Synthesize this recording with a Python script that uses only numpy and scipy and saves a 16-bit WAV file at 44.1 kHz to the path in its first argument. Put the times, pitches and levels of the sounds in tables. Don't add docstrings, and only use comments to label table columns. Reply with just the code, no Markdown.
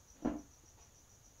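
import sys
import numpy as np
from scipy import signal
from scipy.fft import rfft, irfft, next_fast_len
from scipy.io import wavfile

SR = 44100
rng = np.random.default_rng(int(sys.argv[2]) if len(sys.argv) > 2 else 0)


def dump(signal):
    limited = np.clip(np.atleast_2d(signal).T, -1, 1)
    pcm = np.round(limited * 32767).astype(np.int16)
    wavfile.write(sys.argv[1], SR, pcm)


N = 61739
CONTACT_ATTACK_S = 0.0021


def amp(db):
    return 10 ** (np.asarray(db) / 20)


def unit(x):
    return x / np.sqrt(np.mean(x ** 2) + 1e-20)


def along(points, hz):
    point_hz, values = np.transpose(points)
    return np.interp(np.log(hz + 1), np.log(point_hz + 1), values)


def filtered(x, response):
    size = next_fast_len(N + SR // 2)
    hz = np.fft.rfftfreq(size, 1 / SR)
    return irfft(rfft(x, size) * response(hz), size)[:N]


def noise(colour):
    return unit(filtered(rng.standard_normal(N), lambda hz: amp(along(colour, hz))))


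def since(s):
    return np.maximum(np.arange(N) / SR - s, 0)


def hump(s, length):
    return np.sin(np.pi * np.minimum(since(s) / length, 1))


def strike(s, attack, t60):
    t = since(s)
    return (1 - np.exp(-t / attack)) * amp(-60 * t / t60)


def ring(s, modes):
    out = np.zeros(N)
    for hz, db, t60 in modes:
        out += amp(db) * strike(s, 0.0016, t60) * np.sin(2 * np.pi * hz * since(s))
    return out


def cricket(first, period, hz, width, db):
    stroke_levels = [-1, 1.5, -3.5]
    stroke_gap_s, stroke_s = 0.0211, 0.023
    echo_t60_s, echo_db = 0.24, 1.5
    skirt = 0.66
    rasp_above_hz, rasp_width_hz, rasp_db = 90, 330, -2

    stroke_power, echo_power = np.zeros(N), np.zeros(N)
    for chirp in range(-2, 14):
        for j, stroke_db in enumerate(stroke_levels):
            s = first + chirp * period + j * stroke_gap_s
            size = amp(stroke_db + rng.normal(0, 1))
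            stroke_power += (size * hump(s, stroke_s)) ** 2 / 2
            echo_power += (size * amp(echo_db) * strike(s, stroke_s / 2, echo_t60_s)) ** 2

    def tone_band(f):
        return (1 + ((f - hz) / width) ** 2) ** -skirt

    def rasp_band(f):
        return 1 / (1 + ((f - hz - rasp_above_hz) / rasp_width_hz) ** 2)

    tone = unit(filtered(rng.standard_normal(N), tone_band))
    rasp = unit(filtered(rng.standard_normal(N), rasp_band))
    chirps = np.sqrt(stroke_power + echo_power) * tone
    return amp(db) * (chirps + amp(rasp_db) * np.sqrt(echo_power) * rasp)


def crickets():
    # first chirp in seconds, chirp period in seconds, pitch in Hz, width in Hz, level in dB.
    singers = [(0.0705, .1452, 5864, 69, -65.5), (.0, .111, 6620, 150, -76)]
    # frequency in Hz, relative level in dB.
    chorus_colour = [(4500, -28), (5300, -14), (5700, -4.5), (6300, 3), (6650, 2.5), (7000, -0.5),
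                     (7300, -8), (7700, -33), (9000, -47)]
    return sum(cricket(*row) for row in singers) + amp(-71) * noise(chorus_colour)


def room_floor():
    # frequency in Hz, relative level in dB.
    floor_colour = [(20, -4), (35, -0.5), (58, 2), (85, 0.5), (120, -3), (170, -11), (300, -14.5),
                    (700, -16.5), (1300, -20.5), (2200, -26), (4500, -26), (8000, -33.5), (11000, -31.5),
                    (15000, -31.5)]
    return amp(-64.5) * noise(floor_colour)


def slide():
    # frequency in Hz, relative level in dB.
    slide_colour = [(120, -13), (230, -7), (280, 6.5), (360, -15), (450, -16), (600, -6), (800, -20),
                    (1500, -19), (4000, -26.5), (9000, -47)]
    start_s, end_s = 0.14, 0.28
    stroke = hump(start_s, end_s - start_s)
    return amp(-64.5) * np.sqrt(np.abs(stroke)) * noise(slide_colour)


def clack(s, db):
    # frequency in Hz, relative level in dB.
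    clack_colour = [(30, -34), (85, -6), (140, -24), (200, -5), (300, -9), (500, -4), (750, -1), (1000, 1),
                    (1200, -.5), (1500, -1.5), (1900, -8), (2500, -12), (3200, -17), (4000, -21),
                    (6000, -25), (12000, -44)]
    firm_db, firm_corner_hz, db_per_octave = -26, 7440, 9.5
    corner = firm_corner_hz * 2 ** ((db - firm_db) / db_per_octave)
    grit = filtered(noise(clack_colour), lambda hz: 1 / (1 + (hz / corner) ** 2))
    return amp(db) * strike(s, CONTACT_ATTACK_S, 0.014) * grit


def shop(x):
    # frequency in Hz, t60 in seconds.
    room_decay = [(100, .25), (300, .28), (1000, .35), (3000, .31), (10000, .2)]
    wall_delay_s, wall_build_s = 0.0077, 0.0017
    hz, t, z = signal.stft(rng.standard_normal(SR // 2), SR, nperseg=256)
    decay = amp(-60 * t / along(room_decay, hz)[:, None])
    tail = signal.istft(z * decay, SR, nperseg=256)[1]
    tail = tail * (1 - np.exp(-since(wall_delay_s)[:len(tail)] / wall_build_s))
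    return signal.fftconvolve(x, tail / np.linalg.norm(tail))[:N]


def knocks():
    # start in seconds, level of the ring in dB, level of the clack in dB.
    contacts = [(0.2226, -53.5, -53), (0.2286, -55, -54), (.2480, -38, -34.5), (.2561, -33, -33),
                (0.273, -36, -35.5), (0.2945, -42.5, -55), (0.3187, -45, -55), (0.3393, -47.5, -62),
                (0.3525, -47, -62), (.3912, -56, -69)]
    # frequency in Hz, relative level in dB, t60 in seconds.
    knock_modes = [(59.3, -10, .29), (85, -11.5, 0.142), (186.6, -16.5, 0.44), (232.25, -10.5, 0.34),
                   (255, 3.5, .13), (279.5, -4.5, 0.32), (298.9, 3.8, .23), (344, -18.5, .35),
                   (395, -17, 0.33), (508.6, -12, 0.26), (568.3, 6, 0.038), (626, -7.2, 0.12),
                   (659.4, -9.5, 0.23), (683, -8.5, 0.28), (825.7, -13, 0.12), (1007.6, -16, 0.13),
                   (1376, -21, .15)]
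    out = np.zeros(N)
    for s, ring_db, clack_db in contacts:
        direct = clack(s, clack_db)
        out += amp(ring_db) * ring(s, knock_modes)
        out += direct + amp(3) * shop(direct)
    return out


def panel():
    # start in seconds, level of brush and ring in dB, level of the thud in dB.
    taps = [(.636, -75.5, -54.5), (.775, -63, -60), (.791, -63.5, -71), (.83, -72.5, -72)]
    # frequency in Hz, relative level in dB, t60 in seconds.
    panel_modes = [(449.4, -5.5, 0.17), (851.7, -1, 0.22), (913, -5, 0.19), (1907, -14, 0.5),
                   (2560, -17.5, 0.18)]
    # frequency in Hz, relative level in dB.
    brush_colour = [(200, -8), (850, 2), (1400, -7.5), (4000, -8.5), (9000, -22)]
    brush_db, brush_wet_db, brush_t60_s = -4, 4, 0.086
    thud_hz, thud_t60_s = 342, 0.042
    out = np.zeros(N)
    for s, db, thud_db in taps:
        brush = amp(brush_db) * strike(s, CONTACT_ATTACK_S, brush_t60_s) * noise(brush_colour)
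        tap = ring(s, panel_modes) + brush + amp(brush_wet_db) * shop(brush)
        thud = ring(s, [(thud_hz, thud_db, thud_t60_s)])
        out += amp(db) * tap + thud
    return out


def scene():
    background = crickets() + room_floor()
    bench = slide() + knocks() + panel()
    return (background + bench)[None]


def record(dry):
    top_hz = 15700
    return filtered(dry[0], lambda hz: hz < top_hz)[None]


dry = scene()
out = record(dry)
dump(out)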